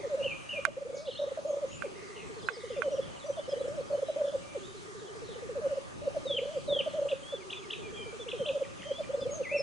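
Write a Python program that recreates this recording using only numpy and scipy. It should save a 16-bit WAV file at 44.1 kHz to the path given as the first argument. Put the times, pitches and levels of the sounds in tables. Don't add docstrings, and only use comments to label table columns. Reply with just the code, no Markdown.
import sys
import numpy as np
from scipy import signal
from scipy.io import wavfile
from scipy.ndimage import uniform_filter1d, map_coordinates

SR = 44100
rng = np.random.default_rng(int(sys.argv[2]) if len(sys.argv) > 2 else 0)


def log_audio(samples):
    frames = np.atleast_2d(samples).T
    limited = np.clip(frames, -1, 1)
    pcm = np.round(limited * 32767).astype(np.int16)
    wavfile.write(sys.argv[1], SR, pcm)


N = 424241

# start of the coos and start of the bubbles in seconds, effort in dB.
BOUTS = [(0.027, 0.53, -1), (2.76, 3.241, -0.63), (5.548, 6.017, -0.2), (8.388, 8.854, -0.5)]
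# seconds after the coos start, length in seconds,
# start and end pitch in Hz, effort in dB.
COOS = [(0.0018, 0.053, 608, 410, -21.1), (0.0666, 0.061, 631, 507, -19), (0.1368, 0.0556, 651, 500, -19.5),
        (0.204, 0.039, 680, 459, -19.5)]
# seconds after the bubbles start,
# length in seconds, start and end pitch in Hz, effort in dB.
BUBBLES = [(-0.001, 0.0352, 550, 670, -30), (0.0338, 0.0321, 667, 493, -21),
           (0.1284, 0.0279, 704, 579, -15), (0.2362, 0.018, 480, 558, -23),
           (0.2749, 0.0234, 630, 491, -21.5), (0.318, 0.025, 437, 527, -22.5),
           (0.3558, 0.0227, 615, 462, -23), (0.3968, 0.022, 448, 545, -22), (0.429, 0.0171, 716, 376, -23),
           (0.447, 0.0666, 550, 665, -28.5), (0.5161, 0.0557, 663.5, 457, -23.5),
           (0.6583, 0.0171, 607, 565, -19), (0.681, 0.0235, 546, 647, -16.5),
           (0.7004, 0.0125, 628, 530, -15), (0.7312, 0.0256, 420, 640.3, -22.5),
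           (0.7741, 0.0227, 641, 440, -20.5), (0.842, 0.021, 661, 601, -10.5),
           (0.9172, 0.0275, 540, 694, -17.5), (0.9408, 0.039, 667, 566, -14.5),
           (0.9948, 0.022, 507, 640, -19), (1.0224, 0.0214, 654, 488, -22.5),
           (1.0496, 0.01, 468, 698, -20.5), (1.0804, 0.0445, 655, 474, -21), (1.304, 0.0444, 624, 316, -24)]
def grouse(throat_hz=562, throat_width_hz=58.5, overtone_db=-45,
           roll_lead_s=0.062, roll_step_s=0.0677, bubbling_s=1.34):
    voice = np.zeros(N)
    last_bout_end_s = -roll_step_s
    for coo_s, bubble_s, effort_db in BOUTS:
        effort = gain_of(effort_db)
        for early_s in np.arange(roll_lead_s, coo_s - last_bout_end_s, roll_step_s):
            add(voice, coo_s - early_s, effort * roll_note(early_s))
        for after_s, *sweep in COOS:
            add(voice, coo_s + after_s, effort * glide(*sweep, thin_db_per_octave=40.5, swell_db=-0.1))
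        for after_s, *sweep in BUBBLES:
            add(voice, bubble_s + after_s, effort * glide(*sweep, thin_db_per_octave=25, swell_db=4.5))
        last_bout_end_s = bubble_s + bubbling_s
    tone = resonate(voice, throat_hz, throat_width_hz)
    octave = (signal.hilbert(tone) ** 2).real / abs(tone).max()
    return tone + gain_of(overtone_db) * octave


def glide(length_s, start_hz, end_hz, db, thin_db_per_octave, swell_db, easy_hz=503.2):
    progress = np.linspace(0, 1, round(length_s * SR))
    hz = start_hz + (end_hz - start_hz) * progress ** 1.143
    octaves_above = np.maximum(np.log2(hz / easy_hz), 0)
    level_db = db + swell_db * (progress - 0.5) - thin_db_per_octave * octaves_above
    shaky_hz = hz * (1 + 0.0039 * wander(len(hz), 150))
    return whistle(shaky_hz, level_db + 2 * wander(len(hz), 94.4), edge_s=0.0021)


def roll_note(early_s, length_s=0.0596, top_hz=535, end_hz=351, climb_hz_per_s=134.3, swell_s=0.062):
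    progress = np.linspace(0, 1, round(length_s * SR))
    start_hz = top_hz - climb_hz_per_s * early_s
    hz = start_hz + (end_hz - start_hz) * progress ** 1.105
    level_db = -30 + 14.5 * np.exp(-early_s / swell_s) + 2 * progress
    return whistle(hz, level_db + 1.4 * wander(len(hz), 90), edge_s=0.0089)


def throat_rasp(tone, rasp_db=-23):
    loudness = abs(signal.hilbert(tone))
    return tone + gain_of(rasp_db) * loudness * noise_band(N, hz=440, width_hz=380)


# start in seconds, level in dB, gain of the opening snap in dB.
TICKS = [(0.6517, -6, -8.5), (1.8219, -19.5, -16), (2.4865, -11.5, -22), (2.8199, -14, -20)]
# pitch in Hz, gain in dB, seconds to fade by 60 dB.
CASING_NOTES = [(1173, -12, 0.068), (1450, 0.5, 0.026), (1593, 0.5, 0.034), (2080, -18.5, 0.061),
                (2496, -10, 0.041), (2830, -20, .014)]
def ticks(rise_s=0.000756, snap_s=0.0027, left_db=-11, rattle_db=-24, rattle_s=0.0091):
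    out = np.zeros((2, N))
    t = np.arange(3000) / SR
    rise = np.minimum(t / rise_s, 1)
    bass_cut = signal.butter(2, 1100, "highpass", fs=SR, output="sos")
    for start_s, db, snap_db in TICKS:
        for side, side_db in zip(out, (left_db, 0)):
            ring = np.zeros(len(t))
            for hz, note_db, fade_s in CASING_NOTES:
                phase = 2 * np.pi * hz * rng.uniform(0.94, 1.03) * (t - rise_s)
                ring += gain_of(note_db - 60 * t / fade_s) * np.cos(phase)
            burst = gain_of(snap_db) * np.exp(-t / snap_s) * rng.standard_normal(len(t)) / 2
            snap = signal.sosfilt(bass_cut, burst)
            rattle = noise_band(len(t), hz=2400, width_hz=1700)
            rattle *= gain_of(rattle_db) * np.exp(-t / rattle_s)
            add(side, start_s, gain_of(db + side_db) * (rise * (ring / 2 + rattle) + snap))
    return out


# seconds into the tune, pitch in Hz, level in dB.
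ARCH = [(0, 2800, -40), (.018, 3000, -38), (.048, 2620, -39.5), (.058, 2560, -53), (.076, 2440, -35),
        (.094, 2290, -47)]
SLUR = [(0, 4080, -61), (.03, 3730, -42.5), (.066, 3437, -36), (.102, 3224, -35.5), (.112, 3070, -54),
        (.124, 3130, -27.5), (.137, 2780, -35.5), (.147, 2083, -44)]
CHIP = [(0, 2390, -53), (.008, 2888, -39), (.012, 3357, -35), (.015, 3958, -54), (.029, 3990, -54),
        (.033, 3610, -37.5), (.039, 2550, -36.5), (.047, 2470, -53.5)]
TEE_YOO = [(0, 3470, -54), (.022, 3497, -46), (.034, 3444, -51), (.046, 3200, -54), (.056, 2962, -76),
           (.066, 2600, -73), (.08, 2380, -54.5), (.105, 2057, -58)]
CREEP = [(0, 3150, -54), (.06, 3330, -49), (.11, 3520, -49.5)]
WARBLE = [(0, 2720, -48), (.013, 3160, -46), (.027, 4000, -50), (.05, 3010, -41.5), (.073, 2720, -66),
          (.085, 2800, -47), (.112, 3650, -43), (.13, 3900, -45.5), (.149, 3700, -51)]
SWOOP = [(0, 2890, -51), (.02, 2350, -46.5), (.036, 2005, -39), (.06, 2014, -44), (.085, 2390, -41),
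         (.112, 2630, -36), (.137, 2690, -32), (.153, 2466, -39), (.164, 2150, -42)]
DROP = [(0, 4750, -64), (.02, 4350, -65), (.042, 4000, -63)]
PURR = [(0, 3200, -57), (.04, 3170, -51), (.085, 3100, -51), (.12, 3080, -56)]
# start in seconds, stretch (above 1 is slower), gain in dB.
ARCH_TIMES = [(.225, 1.2, -0.41), (0.49, 1, -0.25)]
SLUR_TIMES = [(6.249, 0.99, -0.64), (6.669, 1, 0.25)]
CHIP_TIMES = [(7.082, 0.93, -1.6), (7.497, 0.93, -0.11), (7.698, 1, 0.71), (8.279, 1.07, -2.2),
              (8.453, 1, 0.73)]
TEE_YOO_TIMES = [(7.332, 1, 1), (7.552, 1, -0.18), (8.196, 0.98, -0.74), (9.207, 0.98, -.5)]
CREEP_TIMES = [(7.228, 1, 0), (8.89, 1, 0.44)]
WARBLE_TIMES = [(1.07, 0.98, 0)]
SWOOP_TIMES = [(9.429, 0.94, 0)]
DROP_TIMES = [(6.161, 0.78, 0), (6.44, 1, -2), (6.588, 0.79, -1), (6.875, 1, 0)]
PURR_TIMES = [(7.945, 0.95, 0), (8.372, .9, 0), (8.838, .8, -1)]
def bird_tunes():
    return (sing(ARCH, ARCH_TIMES, echo_db=-5.5, jitter=0.013)
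            + sing(SLUR, SLUR_TIMES, echo_db=-10.5, jitter=0.0088)
            + sing(CHIP, CHIP_TIMES, echo_db=-8, jitter=0.012)
            + sing(TEE_YOO, TEE_YOO_TIMES, echo_db=-20, jitter=0.0043)
            + sing(CREEP, CREEP_TIMES, echo_db=-15, jitter=0.0068)
            + sing(WARBLE, WARBLE_TIMES, echo_db=-6.5, jitter=0.008)
            + sing(SWOOP, SWOOP_TIMES, echo_db=-7.5, jitter=0.006)
            + sing(DROP, DROP_TIMES, echo_db=-11, jitter=0.008)
            + sing(PURR, PURR_TIMES, echo_db=-8.5, jitter=0.015, purr_db=5))


def sing(shape, times, echo_db, jitter, purr_db=0, purr_per_s=59):
    out = np.zeros(N)
    shape_s, hz, db = np.transpose(shape)
    for start_s, stretch, gain_db in times:
        t = np.arange(0, shape_s[-1], 1 / (SR * stretch))
        pitch = uniform_filter1d(np.interp(t, shape_s, hz), size=110, mode="nearest")
        purr = purr_db * np.cos(2 * np.pi * purr_per_s * t * stretch)
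        level_db = np.interp(t, shape_s, db) + gain_db + purr
        add(out, start_s, bird_note(pitch, level_db, edge_s=0.0027, jitter=jitter))
    return np.array([out, gain_of(echo_db) * out])


def bird_note(hz, db, edge_s, jitter=0.0095, flutter_db=1.37):
    shaky_hz = hz * (1 + jitter * wander(len(hz), 398.7))
    return np.sqrt(2) * whistle(shaky_hz, db + flutter_db * wander(len(hz), 250), edge_s)


# start and length in seconds, start and end pitch in Hz,
# level in dB, gain of the forest echo in dB.
BIRD_WHISTLES = [(0.191, .031, 2934, 2330, -56, 4.5), (0.923, 0.11, 2190, 2240, -60, -11),
                 (0.943, .044, 7420, 3200, -56, 4), (0.965, 0.035, 7500, 3980, -55, -1),
                 (1.052, 0.02, 3150, 4280, -51.5, 1.5), (1.119, 0.048, 4250, 4040, -49.5, -5.5),
                 (1.465, .06, 6780, 6140, -58, -2), (1.676, .1, 6370, 7260, -58, 0.5),
                 (2.414, 0.019, 5200, 4500, -57, -7), (2.456, .02, 5220, 4550, -58, -5),
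                 (2.528, .047, 5530, 4250, -53.5, -6), (2.911, 0.056, 5860, 5540, -57.5, -4),
                 (3.009, 0.045, 3480, 3050, -54.5, -4), (3.249, 0.074, 5900, 5940, -59, -3),
                 (3.378, 0.025, 3200, 3510, -52, -17), (3.488, 0.051, 5400, 4670, -55.5, -13),
                 (3.51, .021, 3040, 3500, -51.5, -12), (4.406, .18, 2306, 2340, -57, -16),
                 (4.627, .04, 3280, 3830, -56.5, -2), (7.824, .07, 2444, 2266, -52, -9),
                 (7.935, 0.047, 3170, 3370, -51.5, -16), (7.95, 0.19, 2400, 2296, -52, -9),
                 (9.204, 0.019, 4860, 4870, -54, -6), (9.305, 0.06, 6690, 6170, -47.5, 0.5),
                 (9.559, 0.068, 5520, 5040, -45.5, -6)]
def bird_whistles(bow=0.01435):
    direct, to_trees = np.zeros((2, N))
    for start_s, length_s, start_hz, end_hz, db, echo_db in BIRD_WHISTLES:
        progress = np.linspace(0, 1, round(length_s * SR))
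        hz = (start_hz + (end_hz - start_hz) * progress) * (1 + bow * np.sin(np.pi * progress))
        note = bird_note(hz, db, edge_s=0.17 * length_s)
        add(direct, start_s, note)
        add(to_trees, start_s, gain_of(echo_db) * note)
    return np.array([direct, to_trees])


# start and length in seconds, start and end pitch in Hz, level in dB.
BIRD_RASPS = [(.0, 0.052, 2226, 1945, -54), (1.706, 0.16, 2934, 2380, -56.5),
              (1.944, 0.32, 2030, 2047, -59.5), (2.154, 0.086, 2980, 2410, -54.5),
              (2.496, 0.29, 2080, 2045, -59.5), (2.684, 0.095, 3546, 2460, -54.5),
              (4.247, 0.052, 3440, 3190, -55.5), (5.235, 0.12, 4420, 2980, -59),
              (7.088, 0.011, 2500, 3240, -40), (8.63, 0.026, 2910, 1890, -50.5),
              (8.786, .027, 2690, 2110, -54), (8.821, 0.013, 2950, 1910, -48),
              (9.025, 0.023, 2945, 1920, -50.5)]
def bird_rasps(jitter=0.03, flutter_db=3, trill_per_s=80, trill_db=6, trill_bend=0.064):
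    out = np.zeros(N)
    for start_s, length_s, start_hz, end_hz, db in BIRD_RASPS:
        n = round(length_s * SR)
        phase = 2 * np.pi * trill_per_s * np.arange(n) / SR
        hz = np.linspace(start_hz, end_hz, n) * (1 + jitter * wander(n, 700) + trill_bend * np.sin(phase))
        pulse_db = trill_db * (np.cos(phase) - 0.5)
        level_db = db + pulse_db + flutter_db * wander(n, 320)
        add(out, start_s, np.sqrt(2) * whistle(hz, level_db, edge_s=0.05 * length_s))
    return out


# start and stop in seconds, level in dB.
TWITTER_RUNS = [(0.096, .7, -76), (1.395, 2.3, -78), (2.3, 3.604, -58.5), (3.597, 4.344, -61.5),
                (4.596, 5.1, -63), (5.951, 6.95, -67), (9.06, 9.3, -64.5)]
def twitter(per_s=34, low_hz=3000, high_hz=5600, sweep=0.25, spread_db=4, jitter=0.011):
    out = np.zeros(N)
    for start_s, stop_s, db in TWITTER_RUNS:
        times = np.arange(start_s, stop_s, 1 / per_s)
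        for chirp_s, (late, height, slope, length, loud) in zip(times, rng.random((120, 5))):
            position = np.linspace(-1, 1, round((0.0143 + 0.026 * length) * SR))
            middle_hz = low_hz * (high_hz / low_hz) ** (height ** 2)
            hz = middle_hz * (1 + sweep * (slope - 0.65) * position + jitter * wander(len(position), 535))
            add(out, chirp_s + late / per_s, whistle(hz, db + spread_db * (2 * loud - 1), edge_s=0.012))
    return out


# time in seconds, level in dB.
FOOTSTEPS = [(3.31, -49), (6.299, -58), (8.406, -44), (8.515, -46.5), (8.8, -49), (9.214, -43),
             (9.281, -47)]
def footsteps(decay_s=0.0086):
    out = np.zeros(N)
    t = np.arange(5000) / SR
    swell = t / decay_s * np.exp(1 - t / decay_s)
    for step_s, db in FOOTSTEPS:
        puff = swell * noise_band(len(t), hz=150, width_hz=170)
        add(out, step_s - 0.008, gain_of(db) * puff)
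    return signal.sosfilt(signal.butter(2, 60, "highpass", fs=SR, output="sos"), out)


# frequency in Hz, seconds to fade by 60 dB.
FOREST_FADE = [(500, 0.93), (2500, 0.81), (4000, 0.87), (8000, 0.14)]
def forest_echo(sound, echoes_per_s=3000, build_s=0.0059, near_db=9, near_s=0.046, likeness=0.81):
    echoes = rng.standard_normal((2, SR)) * (rng.random((2, SR)) < echoes_per_s / SR)
    echoes[1] = likeness * echoes[0] + np.sqrt(1 - likeness ** 2) * echoes[1]
    hz, t, spectrum = signal.stft(echoes, SR, nperseg=256)
    fade_db = near_db * np.exp(-t / near_s) - 60 * t / look_up(FOREST_FADE, hz)[:, None]
    build_up = 1 - np.exp(-t / build_s)
    tail = signal.istft(spectrum * gain_of(fade_db) * build_up, SR, nperseg=256)[1]
    return signal.fftconvolve(sound[None], tail / np.linalg.norm(tail[0]), axes=1)[:, :N]


# frequency in Hz, relative level in dB.
AIR_TONE = [(20, -19.5), (45, -9), (90, 1), (140, 5), (220, 0), (350, 2.5), (700, -3.5), (1000, -4),
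            (2000, -10), (3600, -15), (5000, -18), (7000, -17.5), (8000, -20), (10500, -24.5)]
# frequency in Hz, likeness from -1 (opposite) to 1 (the same).
AIR_LIKENESS = [(50, -0.66), (150, -0.66), (300, -0.55), (700, -0.58), (2000, -0.47), (4000, 0.18),
                (10000, 0.29)]
def air(level_db=-46, patchy_db=2):
    hz = np.fft.rfftfreq(1024, 1 / SR)
    noise = rng.standard_normal((5, N // 256 + 5, len(hz))).transpose(0, 2, 1)
    left, unrelated = noise[0] + 1j * noise[1], noise[2] + 1j * noise[3]
    likeness = look_up(AIR_LIKENESS, hz)[:, None]
    right = likeness * left + np.sqrt(1 - likeness ** 2) * unrelated
    patches = uniform_filter1d(noise[4], size=12, axis=0)
    patches = unit_level(uniform_filter1d(patches, size=20, axis=1))
    spectrum = np.array([left, right]) * gain_of(look_up(AIR_TONE, hz)[:, None] + patchy_db * patches)
    hiss = signal.istft(spectrum, nperseg=1024, noverlap=768)[1][:, :N]
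    return gain_of(level_db) * unit_level(hiss)


def port_note(level_db=-59, left_db=-9):
    return gain_of(level_db) * noise_band(N, hz=1200, width_hz=110) * gain_of([[left_db], [0]])


# pitch in Hz, level in dB.
WHINE_TONES = [(6190, -71.5), (6611, -77.5), (9900, -86)]
def camera_whine():
    return sum(np.sqrt(2) * whistle(hz + 2 * wander(N, 20), db, edge_s=0.01) for hz, db in WHINE_TONES)


# time in seconds, boost of the rumble in dB.
DRAFTS = [(0, 4), (1.6, 0.5), (2.5, 3), (4.2, 2), (4.8, 2.5), (5.7, 2), (6.3, 4), (7, 2.5), (7.7, 2),
          (8.4, 2), (9.5, 3.5)]
def drafts(sound, below_hz=220):
    rumble = signal.sosfiltfilt(signal.butter(2, below_hz, fs=SR, output="sos"), sound)
    boost_db = np.interp(np.arange(N) / SR, *np.transpose(DRAFTS))
    return sound + rumble * (gain_of(boost_db) - 1)


def gain_of(db):
    return 10 ** (np.asarray(db) / 20)


def unit_level(sound):
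    return sound / np.sqrt(np.mean(sound ** 2) + 1e-20)


def look_up(table, hz):
    row_hz, values = np.transpose(table)
    return np.interp(np.log(hz + 1), np.log(row_hz + 1), values)


def add(mix, start_s, sound):
    start = round(start_s * SR)
    sound = sound[max(-start, 0):]
    part = mix[max(start, 0):][:len(sound)]
    part += sound[:len(part)]


def wander(n, rate_hz):
    points = rng.standard_normal(4000)
    return map_coordinates(points, [np.arange(n) * rate_hz / SR], order=2, mode="wrap")


def resonate(sound, hz, width_hz):
    decay = np.exp(-np.pi * width_hz / SR)
    return 2 * signal.lfilter([1 - decay], [1, -decay * np.exp(2j * np.pi * hz / SR)], sound).real


def noise_band(n, hz, width_hz):
    return unit_level(resonate(resonate(rng.standard_normal(n), hz, width_hz), hz, width_hz))


def whistle(hz, db, edge_s):
    t = np.arange(len(hz)) / SR
    fade = np.clip(np.minimum(t, t[-1] - t) / edge_s, 0, 1)
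    return fade * gain_of(db) * np.sin(2 * np.pi * np.cumsum(hz) / SR)


def scene(grouse_db=0.32, twitter_db=3.5, ground_db=-11, ground_delay_s=0.0032,
          grouse_echo_db=-20, rasp_echo_db=-6, twitter_echo_db=-4):
    bubbling = gain_of(grouse_db) * throat_rasp(grouse())
    rasps, chirps = bird_rasps(), twitter()
    notes, to_trees = bird_tunes() + bird_whistles()
    song = notes + rasps + gain_of(twitter_db) * chirps
    add(song, ground_delay_s, gain_of(ground_db) * song)
    slightly_right, slightly_left = gain_of([[-0.4], [0.4]]), gain_of([[0.4], [-0.4]])
    direct = bubbling * slightly_right + song * slightly_left
    to_trees += gain_of(grouse_echo_db) * bubbling
    to_trees += gain_of(rasp_echo_db) * rasps + gain_of(twitter_echo_db) * chirps
    events = direct + forest_echo(to_trees) + ticks() + footsteps()
    return events + drafts(air() + port_note() + camera_whine())


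def record(dry, limit_db=-12, dip_db_per_db=0.55, recover_db_per_s=7, dip_s=0.002, top_hz=10430):
    peak_db = 20 * np.log10(abs(dry).max(0) + 1e-9)
    recovery_db = np.arange(N) * recover_db_per_s / SR
    held_peak_db = np.maximum.accumulate(peak_db + recovery_db) - recovery_db
    over_db = np.maximum(held_peak_db - limit_db, 0)
    smoothing = np.exp(-1 / (dip_s * SR))
    dip_db = dip_db_per_db * signal.lfilter([1 - smoothing], [1, -smoothing], over_db)
    low_pass = signal.firwin(511, top_hz, window=("kaiser", 9), fs=SR)
    return signal.oaconvolve(dry / gain_of(dip_db), low_pass[None], "same")


dry = scene()
out = record(dry)
log_audio(out)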